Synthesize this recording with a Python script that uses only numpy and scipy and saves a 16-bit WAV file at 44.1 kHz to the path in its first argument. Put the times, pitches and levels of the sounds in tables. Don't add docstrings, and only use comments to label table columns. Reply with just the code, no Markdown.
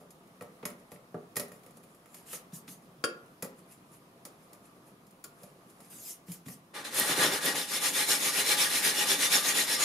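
import sys
import numpy as np
from scipy import signal
from scipy.fft import rfft, irfft, next_fast_len
from scipy.io import wavfile
from scipy.ndimage import uniform_filter1d, map_coordinates

SR = 44100
rng = np.random.default_rng(int(sys.argv[2]) if len(sys.argv) > 2 else 0)


def wav_out(sig):
    wavfile.write(sys.argv[1], SR, np.round(np.clip(np.atleast_2d(sig).T, -1, 1) * 32767).astype(np.int16))


N = 433931
T = np.arange(N) / SR


def amp(db):
    return 10 ** (np.asarray(db) / 20)


def unit(x):
    return x / np.sqrt(np.mean(x ** 2) + 1e-20)


def along(points, hz):
    f, v = np.transpose(points)
    return np.interp(np.log(hz + 1), np.log(f + 1), v)


def wobble(rate):
    knots = rng.standard_normal(int(N * rate / SR) + 4)
    return map_coordinates(knots, [T * rate])


def filtered(x, response):
    n = x.shape[-1]
    m = next_fast_len(n + SR // 2)
    return irfft(rfft(x, m) * response(np.fft.rfftfreq(m, 1 / SR)), m)[..., :n]


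def modes(table, f):
    f = f.astype(np.float32)
    return sum(float(amp(db) * w) * 1j * f / (c * c - f * f + 1j * w * f) for c, w, db in table)


def band(f, lo_hz, hi_hz):
    return (1j * f / (lo_hz + 1j * f) * hi_hz / (hi_hz + 1j * f)) ** 2


def heard(pair, response, alike):
    def mix(f):
        colour = response(f)
        turn = np.arccos(np.clip(along(alike, f), -1, 1)) / 2
        return colour / np.sqrt(np.mean(abs(colour) ** 2)) * np.array([np.cos(turn), np.sin(turn)])
    mid, side = filtered(pair, mix)
    return np.array([mid + side, mid - side])


def patchy(x, depth_db, size=6):
    z = signal.stft(x, nperseg=512)[2]
    field = uniform_filter1d(rng.standard_normal(z.shape[1:]), 6, 0)
    field = uniform_filter1d(field, size, 1)
    return signal.istft(z * amp(depth_db * unit(field)), nperseg=512)[1][:, :x.shape[1]]


def grit(spiky_db, patchy_db, size=N):
    grains = np.repeat(rng.standard_normal(size // 24 + 1), 24)[:size]
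    noise = rng.standard_normal((2, size)) * amp(spiky_db * grains)
    return unit(patchy(noise, patchy_db))


def bursts(s, db, ms, crumbs_db):
    env, t = np.zeros(N + SR), np.arange(SR // 4) / SR
    for start, level, life in np.broadcast(s, db, ms):
        shape = amp(-20 * t / (abs(life) / 1000)) + amp(crumbs_db - 20 * t / 0.056)
        onset = 1 - np.exp(-t / (abs(life) / 9000))
        env[round(start * SR):][:len(t)] += amp(level) * shape * onset
    return env[:N] * rng.standard_normal((2, N))


def swell(start, start_db, climb, top_db, rise, fall, hold=0):
    power = np.zeros(N)
    for a, a_db, s, b_db, up, down in np.broadcast(start, start_db, np.abs(climb) + 1e-4, top_db, rise, fall):
        knots = np.cumsum([a - 60 / up, 60 / up, s, abs(hold) + 1e-4, 60 / down])
        level_db = np.interp(T, knots, [a_db - 60, a_db, b_db, b_db, b_db - 60])
        power += amp(level_db) ** 2
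    return np.sqrt(power)


# frequency in Hz, relative level in dB.
AIR_SPECTRUM = [(15, -46), (25, -16), (76, -16), (141, -1), (180, -2), (335, -4), (677, -9), (840, -10.5),
                (1160, -8.5), (1480, -15), (2990, -21.5), (8140, -28), (10400, -24), (14000, -30.5),
                (16000, -38)]
# centre in Hz, width in Hz, relative level in dB.
HUM_BANDS = [(182.2, 4.7, 10), (227, 11, 1.2), (528, 3.2, 1.3), (680, 16, 6.3), (1200, 20, 1.5)]
# frequency in Hz, likeness from -1 to 1.
FAR_LIKENESS = [(60, 0.84), (180, 1), (550, 0.82), (1650, -0.32), (4970, 0.094), (15000, 0.72)]
AIR_DB = -58


def room_tone():
    colour = lambda f: amp(along(AIR_SPECTRUM, f)) * (1 + .5 * abs(modes(HUM_BANDS, f)))
    tone = heard(grit(.1, 1.2), colour, FAR_LIKENESS)
    return amp(AIR_DB + 0.72 * wobble(3.105)) * unit(tone)


# frequency in Hz, likeness.
NEAR_LIKENESS = [(60, 1), (180, 1), (550, 0.97), (1650, 0.4), (4970, 0.52), (15000, 0.49)]
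# start in seconds, then drive of steel, pane and bench in dB.
CONTACTS = [(0.105, -47, -74, -74), (0.409, -51, -43.5, -41), (0.4198, -47.5, -54, -44),
            (0.6281, -59, -43.5, -36.5), (0.6529, -28.5, -34, -35), (0.701, -49, -61, -45),
            (0.9169, -45, -48, -42), (0.9594, -61, -57, -53), (1.1424, -62, -57, -31.5),
            (1.3565, -35.5, -48, -44), (1.3657, -23.5, -31, -33.5), (1.396, -29, -39.5, -36),
            (1.481, -52, -60, -54), (1.517, -48.5, -52, -49.5), (1.6327, -54.5, -59, -53),
            (1.662, -53.5, -56, -50), (1.7065, -55.5, -72, -62), (1.7697, -52, -65, -50.5),
            (1.835, -54, -61, -52.5), (1.947, -55.5, -65, -66), (2.057, -57, -56, -51),
            (2.1435, -41, -51, -54), (2.3297, -35.5, -40.5, -43.5), (3.4234, -29.5, -38.5, -34.5),
            (3.445, -44, -57, -47), (4.251, -36.5, -48.5, -43.5), (4.5304, -45, -63, -51.5),
            (5.0654, -56, -76, -67), (5.1073, -56, -75, -56), (5.24, -35.5, -68, -60),
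            (5.432, -45.5, -63, -47), (5.6984, -54.5, -68, -74), (5.803, -49.5, -56, -52),
            (6.3174, -36.5, -63, -68), (6.4827, -42, -46, -46)]
FADING_KNOCK = (0.0, -62, -66, -51, 5)
# centre in Hz, width in Hz, relative level in dB.
STEEL_MODES = [(2480, 180, -6), (5170, 170, -9), (5880, 66, -21), (6980, 48, 1), (7370, 73, 1.5),
               (8400, 60, -10), (9140, 50, 4), (9620, 56, 1), (10080, 220, 4.5), (11300, 28, 8.5),
               (12300, 31, -36), (12700, 39, -5), (13000, 50, -31), (13400, 43, -11)]
PANE_MODES = [(1086, 46, 7), (1203, 93, 0.5), (1314, 67, 7), (1370, 20, -5), (1644, 18, 1.5),
              (1885, 140, 4.5), (2140, 60, -12), (2194, 45, -0.32), (2450, 46, 0)]
BENCH_MODES = [(177, 49, 13), (236, 27, 1), (333, 23, 0), (411.5, 36, 7), (499, 76, 5.5), (582, 7.7, 3.5),
               (689, 20, -0.5), (822, 15, -3.5), (1156, 58, 1)]
# fastest moment in seconds, length in seconds, level in dB.
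SLIDES_OF_TIP = [(0.8, 0.049, -65), (0.946, 0.055, -60), (1.44, 0.11, -60), (1.544, 0.15, -61.5),
                 (1.67, 0.21, -66), (1.773, 0.058, -60), (1.9, 0.41, -69), (2.175, 0.21, -54.5),
                 (2.837, .14, -69), (3.592, 0.074, -61), (3.725, 0.092, -54), (3.942, .12, -57),
                 (4.436, .2, -67), (4.657, 0.082, -62), (4.766, 0.052, -73), (4.88, .1, -61.5),
                 (5.11, .12, -79), (5.437, 0.29, -60.5), (5.704, .14, -65), (5.85, 0.22, -58.5)]
# start in seconds, length in seconds, level in dB.
BENCH_JUDDERS = [(4.862, 0.062, -58), (5.417, .014, -54)]
# frequency in Hz, relative level in dB.
SKIN_SPECTRUM = [(590, -40), (1000, -8), (1100, -10), (1230, -14), (1340, -12), (1670, -1), (3840, -10),
                 (9940, -5), (13100, -8), (16000, -20)]
STEEL_MS, PANE_MS, BENCH_MS = 10.3, 7.1, 19.7
STRAY_PER_S, STRAY_DB, STRAY_SPREAD_DB = 2.5, -63, 3
STRAY_END_S = 5.9


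def scraper():
    contacts = [FADING_KNOCK, *[(*row, 1) for row in CONTACTS]]
    s, steel_db, pane_db, bench_db, longer = np.transpose(contacts)
    steel = lambda f: 2.0 * modes(STEEL_MODES, f) + 1.26 * band(f, 3500, 19000)
    pane = lambda f: (1.4 * modes(PANE_MODES, f) + 0.62) * band(f, 830, 4200) ** 2
    bench = lambda f: (3.6 * modes(BENCH_MODES, f) + 0.37) * band(f, 75, 1860) ** 2

    stray_s = np.cumsum(rng.exponential(1 / STRAY_PER_S, size=40))
    stray_db = STRAY_DB + STRAY_SPREAD_DB * rng.standard_normal(size=40)
    early = stray_s < STRAY_END_S
    stray = bursts(stray_s[early], stray_db[early], STEEL_MS, -16)

    start, length, judder_db = np.transpose(BENCH_JUDDERS)
    judder = swell(start, judder_db, length, judder_db, 900, 600) * grit(4.4, 2)

    ticks = heard(bursts(s, steel_db, STEEL_MS * longer, -15) + stray, steel, NEAR_LIKENESS)
    ticks += heard(bursts(s, pane_db, PANE_MS * longer, -11.5), pane, NEAR_LIKENESS)
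    ticks += heard(bursts(s, bench_db, BENCH_MS * longer, -13) + judder, bench, NEAR_LIKENESS)

    fast, length, db = np.transpose(SLIDES_OF_TIP)
    slope = 2 * 20 / np.abs(length)
    moving = swell(fast, db, 0, db, slope, slope)
    slide = lambda f: (amp(along(SKIN_SPECTRUM, f)) * abs(band(f, 1300, 40000))
                       * (1 + 1.8 * abs(modes(STEEL_MODES, f))))
    return ticks + heard(moving * grit(1.8, 2), slide, NEAR_LIKENESS)


# touch in seconds, hiss at touch in dB, time to full speed in seconds,
# hiss at full speed in dB, how far the lower rustle lies under the hiss in dB.
PALM_WIPES = [(2.265, -54.5, 0.073, -42.5, 10), (2.537, -48, 0.0092, -45.5, 31),
              (2.683, -52, 0.025, -49, 28), (5.906, -52.5, 0.064, -52, 11), (5.999, -51, 0.096, -41.5, 22),
              (6.27, -60.5, 0.053, -47.5, 15), (6.464, -54, 0.05, -50.5, 21)]
# start in seconds, thud in dB, scuff in dB.
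PALM_LANDINGS = [(2.525, -40, -62), (2.68, -44, -50.5), (6.283, -34.5, -60), (6.46, -36.5, -55.5)]
LAND_DB_PER_S, LIFT_DB_PER_S = 1500, 418
SCUFF_DB_PER_S = 600
HOLD_S = 0.019


def palm():
    touch, touch_db, climb, fast_db, under_db = np.transpose(PALM_WIPES)
    wiping = swell(touch, touch_db, climb, fast_db, LAND_DB_PER_S, LIFT_DB_PER_S, HOLD_S)
    crumbs = swell(touch, touch_db - under_db, climb, fast_db - under_db,
                   LAND_DB_PER_S, LIFT_DB_PER_S, HOLD_S)
    s, thud_db, scuff_db = np.transpose(PALM_LANDINGS)
    crumbs += swell(s, scuff_db, 0.0021, scuff_db, 4000, SCUFF_DB_PER_S)

    skin = lambda f: amp(along(SKIN_SPECTRUM, f)) * abs(band(f, 5300, 40000))
    soft = lambda f: modes([(170, 36, 9), (240, 57, -19)], f) * band(f, 115, 370) ** 2
    hiss = heard(wiping * grit(0.45, 3.6), skin, NEAR_LIKENESS)
    rustle = heard(crumbs * grit(4.1, 2.1), lambda f: band(f, 810, 4600), NEAR_LIKENESS)
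    thud = heard(bursts(s, thud_db, 29.0, -12), soft, NEAR_LIKENESS)
    return hiss + rustle + thud


# start in seconds, rattle in dB before the chatter.
FLAT_CLANKS = [(3.0387, -26), (5.242, -54)]
# centre in Hz, width in Hz, relative level in dB.
FLAT_MODES = [(210, 80, -3), (340, 85, 2.5), (456.7, 15, 9.5), (527, 58, 5.5), (640, 20, -3),
              (1116, 48, 4.5), (1170, 34, 1), (1370, 66, 6.5), (1400, 12, 12.5), (1635, 18, 9),
              (1830, 65, -16), (2570, 15, 0), (2821, 14, 5), (3174, 59, 1.5), (3338, 28, -10),
              (4630, 97, -5), (4770, 150, 2.5), (5300, 35, -9), (6700, 39, 1), (7000, 30, 2), (7600, 45, 0),
              (8760, 35, 0), (9700, 49, 9), (10100, 35, -2), (12060, 30, -12)]
BLOW_DB, BLOW_S = 21.5, .002
CHATTER_DB, CHATTER_PER_S = 3, 70


def clank():
    s, db = np.transpose(FLAT_CLANKS)
    both = lambda f: (modes(FLAT_MODES, f) + 0.074) * band(f, 160, 11300)
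    drive = bursts(s, db, 13.4, -9.5)
    blow_at = np.round((s + BLOW_S) * SR).astype(int)
    drive[:, blow_at] += amp(db + BLOW_DB)
    return heard(drive, both, NEAR_LIKENESS) * amp(CHATTER_DB * wobble(CHATTER_PER_S))


# turn in seconds, share of the stroke before full speed,
# relative level at full speed in dB.
SANDING_STROKES = [(6.734, 0.24, -43.5), (6.839, 0.21, -41), (6.904, 0.61, -32), (7.056, .68, -29.5),
                   (7.149, .56, -25.5), (7.31, 0.35, -32.5), (7.402, 0.54, -29.5), (7.541, .22, -33),
                   (7.669, 0.75, -33), (7.797, 0.47, -28.5), (7.924, 0.53, -30), (8.063, 0.39, -27),
                   (8.194, 0.68, -30.5), (8.318, 0.67, -28.5), (8.44, 0.64, -26), (8.564, 0.38, -26.5),
                   (8.692, 0.66, -29.5), (8.814, .39, -26.5), (8.936, 0.7, -28.5), (9.053, .45, -25),
                   (9.178, 0.52, -27), (9.294, 0.38, -24), (9.424, .67, -28.5), (9.536, 0.37, -28),
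                   (9.665, 0.57, -30), (9.779, 0.37, -28), (9.9, .6, -30)]
# time in seconds, relative level at the turns in dB,
# bench minus glass in dB, ring of the upper modes in dB.
PAPER_SETTLING = [(6.73, -48, 1, -14), (6.84, -54.5, 1.5, -24), (6.91, -49, -2, -10), (7.06, -36, -3, -26),
                  (7.31, -37, 0.5, 0), (7.4, -44, -3, -7), (7.54, -41.5, -1.5, -4), (7.67, -46, -7.5, 2),
                  (7.92, -40, -7, 3.3), (8.56, -36, -8, -2.2), (9.84, -38.5, -7, 4.5)]
# time in seconds, relative level in dB.
FINE_GRIT = [(6.75, -5), (6.87, -4.5), (6.99, 6.5), (7.12, -1.5), (7.57, -0.5), (7.76, 1), (8.3, 1.5),
             (8.52, -0.5), (8.7, 1), (9.1, -1.5), (9.55, 0.7), (9.84, -1)]
# start in seconds, level in dB.
CHIP_SNAGS = [(6.9452, -24), (6.9677, -30), (6.9737, -28), (6.9982, -10), (7.4361, -36), (7.4538, -14),
              (7.4596, -14.5)]
# frequency in Hz, relative level in dB.
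PAPER_SPECTRUM = [(35, -64), (60, -41), (149, -9), (274, -9), (515, -6), (698, -9.5), (803, -7),
                  (1110, -7.5), (1860, -3.5), (3040, -4), (5330, -7), (7570, -7), (10300, -1.5),
                  (14900, -14.5), (16000, -38)]
# centre in Hz, width in Hz, relative level in dB.
EDGE_MODES = [(287, 19, 7), (398, 9.1, 9.5), (523, 33, -1.5), (835, 9.8, 10.5), (1193, 7.7, 14),
              (1466, 29, -0.5), (1596, 17, -4), (1690, 37, 7), (1853, 9.6, 9), (1898, 10.6, 15),
              (2134, 11, 8), (2317, 26, -7), (2310, 31, 2.5), (2874, 7.6, 8), (3483, 100, 2), (3640, 40, 9),
              (3860, 43, -5), (4080, 23, 8), (4100, 78, -1), (4830, 57, 1), (5280, 27, 7), (5420, 44, 8.5),
              (6360, 47, 6), (6840, 23, 10), (8540, 29, -12), (9140, 62, -5.5), (10390, 83, -8),
              (10970, 200, -7.5)]
# frequency in Hz, left minus right in dB.
SIDE_LEAN = [(60, 2), (380, -0.5), (2380, 0.5), (15000, 2)]
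DAMPING = 0.12


def sanding():
    turn, share, fast_db = np.transpose(SANDING_STROKES)
    stroke_s = np.diff(turn, append=turn[-1] + np.diff(turn).mean())
    fast = turn + np.clip(share, .05, .95) * stroke_s
    first = round(6.7 * SR)
    t = T[first:]

    knots = np.ravel([turn, fast], order="F")
    place = np.interp(t, knots, np.arange(len(knots)))
    k = np.minimum(place.astype(int), len(knots) - 2)
    nearness = np.where(k % 2, 1 - (place - k), place - k)

    when, *settling = np.transpose(PAPER_SETTLING)
    turn_db, bench_db, upper_db = [np.interp(t, when, column) for column in settling]
    full_db = np.interp(t, fast, fast_db)
    speed_db = turn_db + (full_db - turn_db) * np.sin(np.pi / 2 * nearness) ** 1.02
    heavy_db = uniform_filter1d(speed_db, SR // 20)
    touch = np.clip((t - turn[0]) / 0.016, 0, 1)
    glass = touch * amp(speed_db)
    fine = touch * amp(speed_db + np.interp(t, *np.transpose(FINE_GRIT)))
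    wood = touch * amp(heavy_db + bench_db)

    body = lambda f: amp(along(PAPER_SPECTRUM, f))
    above = lambda f, hz: 1 / (1 + (hz / (f + 1)) ** 6)
    middle = lambda f: body(f) * np.sqrt(above(f, 1670) * (1 - above(f, 6730)))
    treble = lambda f: body(f) * np.sqrt(above(f, 5170))
    bass = lambda f: body(f) * np.sqrt(1 - above(f, 1520))
    rub = heard(glass * grit(1.33, 1.64, len(t)), middle, NEAR_LIKENESS)
    rub += heard(fine * grit(1.2, 1.4, len(t)), treble, NEAR_LIKENESS)
    rub += heard(wood * grit(2.2, 1.06, len(t)), bass, NEAR_LIKENESS)

    ring = filtered(rub, lambda f: modes([m for m in EDGE_MODES if m[0] < 4500], f))
    upper = filtered(rub, lambda f: modes([m for m in EDGE_MODES if m[0] > 4500], f))
    ring += amp(upper_db) * upper
    ring *= amp(DAMPING * (speed_db - full_db))
    ring = patchy(ring, 3.5, size=11)

    crack = lambda f: modes([(9800, 1300, -2.5), (11700, 1800, 3)], f) ** 2
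    snags = heard(bursts(*np.transpose(CHIP_SNAGS), 1.6, -42)[:, first:], crack, NEAR_LIKENESS)
    sides = lambda f: amp(np.outer([.5, -.5], along(SIDE_LEAN, f)))
    sound = filtered(0.79 * (rub + 0.63 * ring), sides) + snags
    return np.pad(sound, ((0, 0), (first, 0)))


# frequency in Hz, time to fall 60 dB in seconds.
SHOP_DECAY = [(150, 0.41), (1000, 0.5), (3000, 0.33), (8000, 0.16)]


def shop(x):
    hz, t, z = signal.stft(rng.standard_normal((2, SR // 2)), SR, nperseg=256)
    turn = np.arccos(np.clip(along(FAR_LIKENESS, hz), -1, 1))[:, None] / 2
    mid, side = z[0] * np.cos(turn), z[1] * np.sin(turn)
    decay = amp(-60 * t / along(SHOP_DECAY, hz)[:, None])
    tail = signal.istft(np.array([mid + side, mid - side]) * decay, SR, nperseg=256)[1]
    late = np.pad(x.mean(0), (200, 0))[None]
    return signal.oaconvolve(late, tail / np.linalg.norm(tail[0]), axes=1)[:, :N]


def scene():
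    bench_work = scraper() + clank() + palm()
    return bench_work + amp(-7.0) * shop(bench_work) + sanding() + room_tone()


NOTCH_HZ, TOP_HZ = 7855, 15620


def record(dry):
    return filtered(dry, lambda f: (1 - modes([(NOTCH_HZ, 70, -1)], f)) * (f < TOP_HZ))


dry = scene()
out = record(dry)
wav_out(out)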